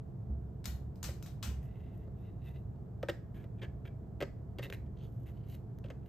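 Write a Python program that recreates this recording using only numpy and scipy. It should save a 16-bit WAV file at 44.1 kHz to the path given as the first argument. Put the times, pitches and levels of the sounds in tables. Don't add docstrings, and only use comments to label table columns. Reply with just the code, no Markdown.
import sys
import numpy as np
from scipy import signal
from scipy.fft import rfft, irfft, next_fast_len
from scipy.io import wavfile

SR = 44100
rng = np.random.default_rng(int(sys.argv[2]) if len(sys.argv) > 2 else 0)


def file_out(sig):
    cols = np.atleast_2d(sig).T
    lim = np.clip(cols, -1, 1)
    pcm = np.round(lim * 32767).astype(np.int16)
    wavfile.write(sys.argv[1], SR, pcm)


N = 268480
T = np.arange(N) / SR
PADDED = next_fast_len(N, True)
BINS = np.fft.rfftfreq(PADDED, 1 / SR)


def amp(db):
    return 10 ** (np.asarray(db) / 20)


def unit_rms(x):
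    return x / np.sqrt(np.mean(x ** 2) + 1e-20)


def curve_at(points, hz):
    f, value = np.transpose(points)
    return np.interp(np.log(hz + 1), np.log(f + 1), value)


def eq(x, gain):
    return irfft(rfft(x, PADDED) * gain, PADDED)[..., :N]


def colour(x, points, peaks=(), size=4096):
    hz = np.fft.rfftfreq(size, 1 / SR)
    boost_db = sum(db / (1 + (2 * (hz - f) / width) ** 2) for f, width, db in peaks)
    db = curve_at(points, hz) + boost_db
    log_gain = np.log(amp(np.r_[db, db[-2:0:-1]]))
    taps = np.fft.ifft(np.exp(signal.hilbert(log_gain).conj())).real[:size // 2]
    return signal.oaconvolve(x, taps / np.linalg.norm(taps))[:N]


def wander(rate_hz):
    return unit_rms(eq(rng.standard_normal(N), np.exp(-(BINS / rate_hz) ** 2)))


# (frequency [Hz], coherence [0-1])
COHERENCE = [(50, 0.97), (130, 0.94), (300, 0.52), (900, 0.24), (2500, 0.65), (6000, 0.2), (8700, 0.97),
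             (9800, 0.96), (10400, 1), (11500, 0.89), (13500, 1), (15500, 0.36)]
def diffuse(pair):
    same = np.clip(curve_at(COHERENCE, BINS), 0, 1)
    right = eq(pair[0], same) + eq(pair[1], np.sqrt(1 - same ** 2))
    return np.array([pair[0], right])


def room(x, low_t60=0.49, high_t60=.31, onset_s=0.0054):
    hz, t, noise = signal.stft(rng.standard_normal((2, SR // 2)), SR, nperseg=256)
    t60 = curve_at([(600, low_t60), (4000, high_t60)], hz)[:, None]
    tail = signal.istft(noise * amp(-60 * t / t60), SR)[1]
    tail *= 1 - np.exp(-(T[:tail.shape[1]] / onset_s) ** 2)
    tail /= np.linalg.norm(tail[0])
    return diffuse(signal.fftconvolve(x[None], tail, axes=1)[:, :N])


# (frequency [Hz], level [dB])
RUMBLE_EQ = [(20, -69.5), (36, -6), (44, -9.5), (55, 11), (72, 17), (95, 10), (124, 16.5), (145, 14),
             (160, 5), (190, 2.5), (225, -5), (300, -48.5)]
AIR_EQ = [(130, -35), (220, -4.5), (300, -9.5), (430, -11), (580, -20), (670, -14), (790, -22), (1000, -27),
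          (1600, -37), (2500, -50), (4000, -55), (7000, -62), (13000, -74.5)]
# (frequency [Hz], level [dB])
HUM_TONES = [(35.5, -63.5), (54, -58), (108.5, -51.5), (124, -63.5), (179, -59), (198, -63), (344.5, -71.5),
             (431, -72)]
def ventilation(rumble_db=-45.5, air_db=-56.5, waver=0.078, waver_hz=4.1):
    rumble, air = (eq(diffuse(rng.standard_normal((2, N))), amp(curve_at(spectrum, BINS)))
                   for spectrum in (RUMBLE_EQ, AIR_EQ))
    hum = 0
    for hz, db in HUM_TONES:
        swell = 1 + waver * wander(waver_hz)
        drift = waver * wander(waver_hz)
        hum += np.sqrt(2) * amp(db) * swell * np.sin(2 * np.pi * (hz * T + rng.random()) + drift)
    return amp(rumble_db) * unit_rms(rumble) + amp(air_db) * unit_rms(air) + hum


def struck(hits, modes, rise_s):
    t = T[:SR // 2]
    ring = sum(amp(db - 60 * t / t60) * np.sin(2 * np.pi * hz * t) for hz, db, t60 in modes)
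    ring *= 1 - np.exp(-(t / rise_s) ** 2)
    ring = signal.sosfilt(signal.butter(3, .75 * modes[0][0], "high", fs=SR, output="sos"), ring)
    blows = np.zeros(N)
    for s, level_db in hits:
        blows[round(s * SR)] += amp(level_db)
    return signal.oaconvolve(blows, ring / abs(ring).max())[:N]


# (time [s], level [dB])
PALM_HITS = [(0.286, -31), (0.666, -33.5), (1.034, -38.5), (1.46, -32.5)]
# (frequency [Hz], level [dB], t60 [s])
BOARD_MODES = [(59.7, 5.5, 0.15), (65.9, -2, 0.92), (211, 3, 0.09)]
# (frequency [Hz], level [dB])
SKIN_EQ = [(90, -24.5), (200, 8.5), (280, -4), (450, -10), (700, -15.5), (2500, -59), (8000, -95)]
def palm_thumps(skin_db=-18, skin_rise_s=0.026):
    pressure = 0
    for s, level_db in PALM_HITS:
        age = np.maximum(T - s, 0) / skin_rise_s
        pressure += amp(level_db + skin_db) * (age * np.exp(1 - age)) ** 2
    skin = colour(pressure * rng.standard_normal(N), SKIN_EQ)
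    return struck(PALM_HITS, BOARD_MODES, rise_s=0.019) + skin


def grains(per_s, spread_db, hiss):
    clicks = (rng.random(N) < per_s / SR) * rng.choice([-1, 1], N)
    sizes = amp(spread_db * np.minimum(rng.exponential(1, N), 4))
    return unit_rms(unit_rms(clicks * sizes) + hiss * rng.standard_normal(N))


def flexing(x, hz, ring_db, q=3.1):
    return x + amp(ring_db) * signal.lfilter(*signal.iirpeak(hz, q, fs=SR), x)


def bursts(releases, fibres, treble_db, body_db=-2, quick_s=0.0043):
    body, treble = np.zeros((2, N))
    for s, level_db, decay, ring_hz, ring_db in releases:
        at = np.arange(round(s * SR), min(round((s + 10 * decay) * SR), N))
        fall = np.exp(-(T[at] - s) / decay)
        size = amp(level_db) * np.sqrt(np.mean(fall ** 2))
        dulling_db = 5.5 * np.log2(decay / quick_s)
        body[at] += size * amp(body_db) * flexing(unit_rms(fibres[at] * fall), ring_hz, ring_db)
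        treble[at] += size * amp(treble_db - dulling_db) * unit_rms(fibres[N - 1 - at] * fall)
    return body, treble


# (frequency [Hz], level [dB])
SNAP_EQ = [(150, 8), (500, -7.5), (900, 1.5), (1400, 3.5), (2000, 0), (2800, 0), (3900, -0.5), (5500, -0.5),
           (8000, -2), (11000, -4), (16000, -9.5)]
FIZZ_EQ = [(1500, -51.5), (4000, -8), (6000, -27), (8500, 10), (12500, 19.5), (14500, 7), (16000, -2)]
def crack(releases):
    fibres = grains(per_s=9000, spread_db=2.5, hiss=.6)
    body, treble = bursts(releases, fibres, treble_db=-7)
    return colour(body, SNAP_EQ) + colour(treble, FIZZ_EQ)


# (time [s], level [dB], decay [s], patch ring [Hz], ring level [dB])
SNAP_HITS = [(0.6428, -51.5, 0.018, 3960, -6), (0.6561, -36, 0.0034, 3940, 5),
             (0.957, -63, 0.004, 4300, -5), (1.0292, -38.5, 0.0044, 7150, 3.5),
             (1.039, -41, 0.018, 5100, -17), (1.2261, -46.5, 0.0029, 6900, -10.5),
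             (1.261, -51.5, 0.0095, 3780, -8), (1.427, -40.5, 0.023, 2940, -5)]
# (frequency [Hz], left minus right [dB])
SNAP_PAN = [(600, -1), (2000, 3.5), (4000, 7.5), (6500, 11.5), (9300, -1)]
def paper_snaps(direct_db=-1, room_db=-1, room_pan=0.82, directions=2, sideways_ring_db=-4):
    sideways = [(*row, sideways_ring_db) for *row, _ in SNAP_HITS]
    echo = sum(room(crack(sideways)) for _ in range(directions)) / np.sqrt(directions)
    pan_db = np.array([[.5], [-.5]]) * curve_at(SNAP_PAN, BINS)
    direct = eq(crack(SNAP_HITS), amp(pan_db))
    return amp(direct_db) * direct + amp(room_db) * eq(echo, amp(room_pan * pan_db))


# (time [s], level [dB])
KNOCK_HITS = [(1.089, -41), (2.08, -49.5), (3.032, -26), (3.088, -29), (3.0965, -33.5), (3.446, -52),
              (3.634, -43), (4.2125, -29.5), (4.226, -26.5), (4.5935, -35.5), (4.703, -44), (5.846, -44),
              (5.904, -39)]
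# (frequency [Hz], level [dB], t60 [s])
WOOD_MODES = [(331, -8, 0.1), (515, 8, 0.031), (550.3, 1, 0.053), (920, -21.5, 0.1), (1273, -14, 0.064),
              (1525, -23.5, 0.079), (1816, -27, 0.054)]
def wood_knocks():
    return struck(KNOCK_HITS, WOOD_MODES, rise_s=0.0016)


# (time [s], body level [dB], treble level [dB])
RUB_ENVELOPES = [
    [(1.61, -77, -95), (1.64, -69.5, -71), (1.704, -74.5, -95), (1.784, -71, -88), (1.91, -70.5, -92),
     (1.98, -81, -85), (2.03, -72, -92), (2.13, -95, -104)],
    [(2.14, -91, -94), (2.26, -73, -87), (2.384, -92, -106), (2.476, -61.5, -73), (2.536, -78, -86),
     (2.564, -65.5, -83), (2.64, -100, -92)],
    [(4.95, -102, -112), (4.972, -75.5, -99), (5.058, -71, -80), (5.11, -93, -86), (5.25, -87, -86)],
    [(5.31, -95, -91), (5.37, -82, -87), (5.436, -83, -96), (5.49, -76.5, -71.5), (5.552, -68, -69.5),
     (5.6, -99, -105)],
]
# (lowest ring [Hz], tilt [dB/octave], sharpness [Q])
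RUB_TONES = [(1995, -13, 12.3), (2030, 6, 14.5), (3310, 3, 7.9), (2280, 12, 8.5)]
def rubs(body_trim_db=2, treble_trim_db=1):
    for envelope, tone in zip(RUB_ENVELOPES, RUB_TONES):
        s, body_db, treble_db = np.transpose(envelope)
        at = np.flatnonzero((T >= s[0]) & (T < s[-1]))
        pressure = amp(body_trim_db + np.interp(T[at], s, body_db))
        hiss = amp(treble_trim_db + np.interp(T[at], s, treble_db))
        yield at, pressure, hiss, *tone


# (time [s], length [s], level [dB], treble re level [dB], lowest ring [Hz], tilt [dB/octave])
SHOVE_STROKES = [(3.338, 0.13, -62.5, -16, 1750, -8), (3.58, .03, -66, -32, 1780, 0),
                 (3.613, 0.049, -47, -29, 1685, 1.5), (3.847, 0.045, -57, -20.5, 1695, 0),
                 (4.619, 0.056, -47.5, -12.5, 2030, 2), (4.723, 0.034, -47.5, -10.5, 2090, 3),
                 (5.256, 0.067, -61, -12, 2070, -9), (6.052, 0.036, -72.5, -8, 2170, -7)]
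def shoves(peak_share=0.25, q=11):
    for s, length, level_db, treble_db, ring_hz, tilt_db in SHOVE_STROKES:
        at = np.flatnonzero((T >= s) & (T < s + length))
        ramp = np.interp((T[at] - s) / length, [0, peak_share, 1], [0, 1, 0])
        pressure = amp(level_db) * np.sin(np.pi / 2 * ramp)
        yield at, pressure, amp(treble_db) * pressure, ring_hz, tilt_db, q


def resonate(x, hz, width_hz):
    turn = np.exp(2j * np.pi * np.cumsum(hz) / SR)
    pole = np.exp(-np.pi * width_hz / SR)
    return 2 * (turn * signal.lfilter([1 - pole], [1, -pole], x / turn)).real


# (frequency [multiple of the lowest ring], level [dB])
SLIDE_MODES = [(1, 6.5), (1.32, 6), (1.85, 1.5)]
def friction(strokes, plain_db=-7, catch_db=2.0, catch_hz=70):
    grip = unit_rms(amp(catch_db * wander(catch_hz)))
    bend = 1 + .02 * wander(rate_hz=12)
    rub, fibres = (grip * grains(per_s=1400, spread_db=3.7, hiss=.5) for _ in range(2))
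    body, treble = np.zeros((2, N))
    for at, pressure, hiss, ring_hz, tilt_db, q in strokes:
        drive = pressure * rub[at]
        for multiple, ring_db in SLIDE_MODES:
            hz = ring_hz * multiple
            ring = resonate(drive, hz * bend[at], hz / q)
            body[at] += amp(ring_db + tilt_db * np.log2(multiple)) * ring
        body[at] += amp(plain_db) * drive
        treble[at] += hiss * fibres[at]
    return np.array([body, treble])


# (time [s], level [dB], decay [s], patch ring [Hz])
TICK_HITS = [(1.087, -52.5, 0.017, 2040), (2.077, -64, 0.0028, 1930), (2.262, -74, 0.0024, 2680),
             (2.759, -70, .003, 4500), (3.029, -37, 0.0048, 1900), (3.0857, -32.5, 0.0088, 1620),
             (3.0931, -34.5, 0.0021, 1530), (3.0971, -32, 0.0032, 3470), (3.343, -67, 0.0047, 1900),
             (3.441, -56.5, 0.0062, 2040), (3.631, -46.5, 0.011, 1750), (4.2046, -35.5, 0.0035, 1910),
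             (4.212, -36.5, 0.0064, 1910), (4.2234, -32.5, 0.007, 2180), (4.5855, -36, 0.0027, 2630),
             (4.5925, -43, 0.0074, 1930), (4.64, -43, 0.0016, 2700), (4.7008, -36.5, .0018, 4620),
             (4.7254, -36.5, 0.0035, 2050), (4.861, -68, 0.0072, 2000), (5.035, -62, 0.0033, 3480),
             (5.373, -64.5, 0.0045, 3600), (5.787, -49, 0.00075, 7400), (5.841, -51, 0.0054, 2730),
             (5.856, -56, 0.0099, 1930), (5.885, -57, 0.0025, 2900), (5.902, -43, 0.006, 2150),
             (6.031, -70, 0.0025, 2600)]
def slip_ticks(ring_db=2):
    releases = [(*row, ring_db) for row in TICK_HITS]
    fibres = grains(per_s=6500, spread_db=3.5, hiss=0.57)
    return np.array(bursts(releases, fibres, treble_db=-24.5))


# (frequency [Hz], level [dB])
STRIP_EQ = [(120, -27), (350, 11.5), (600, -2.5), (820, -4), (1100, -4.5), (2000, -3.5), (3000, -5.5),
            (4200, -9), (5500, -19), (8000, -21), (12000, -30)]
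RASP_EQ = [(2500, -32), (5000, -3.5), (7400, 1.5), (10000, -14.5)]
# (frequency [Hz], width [Hz], boost [dB])
STRIP_RESONANCES = [(536, 184, 11), (1570, 12, 4), (1820, 46, 6), (2030, 220, 1.5), (2420, 100, 1),
                    (3270, 200, 2.5), (4160, 320, -3), (7560, 240, 3)]
# (frequency [Hz], level [dB])
ROOM_SEND = [(400, -21), (1500, -13), (3200, -17.5), (5500, -7), (9000, -12.5)]
def nudged_strip(rasp_db=-8.5, desk_db=-11):
    body, treble = slip_ticks() + friction([*shoves(), *rubs()])
    strip = colour(body, STRIP_EQ, STRIP_RESONANCES)
    strip += colour(treble, FIZZ_EQ) + amp(rasp_db) * colour(treble, RASP_EQ)
    desk = room(strip, low_t60=0.13, high_t60=0.0073, onset_s=0.00026)
    direct = strip + wood_knocks()
    echo = eq(room(direct), amp(curve_at(ROOM_SEND, BINS)))
    return direct + amp(desk_db) * desk + echo


def scene():
    bass = ventilation() + palm_thumps()
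    return bass * amp([[-.6], [.6]]) + paper_snaps() + nudged_strip()


# (frequency [Hz], left lead [rad])
CAPSULE_PHASE = [(0, 0), (2200, 0), (3200, .6), (4500, .3), (7000, -.1), (8500, -1.4), (9600, -3.05),
                 (10400, -3.25), (12000, -5), (13300, -6.25), (14200, -6.4), (15500, -7.6)]
def record(dry):
    phase = np.array([[.5], [-.5]]) * curve_at(CAPSULE_PHASE, BINS)
    high_cut = signal.firwin(255, cutoff=15600, window=("kaiser", 8), fs=SR)
    return signal.oaconvolve(eq(dry, np.exp(1j * phase)), high_cut[None], "same")


dry = scene()
out = record(dry)
file_out(out)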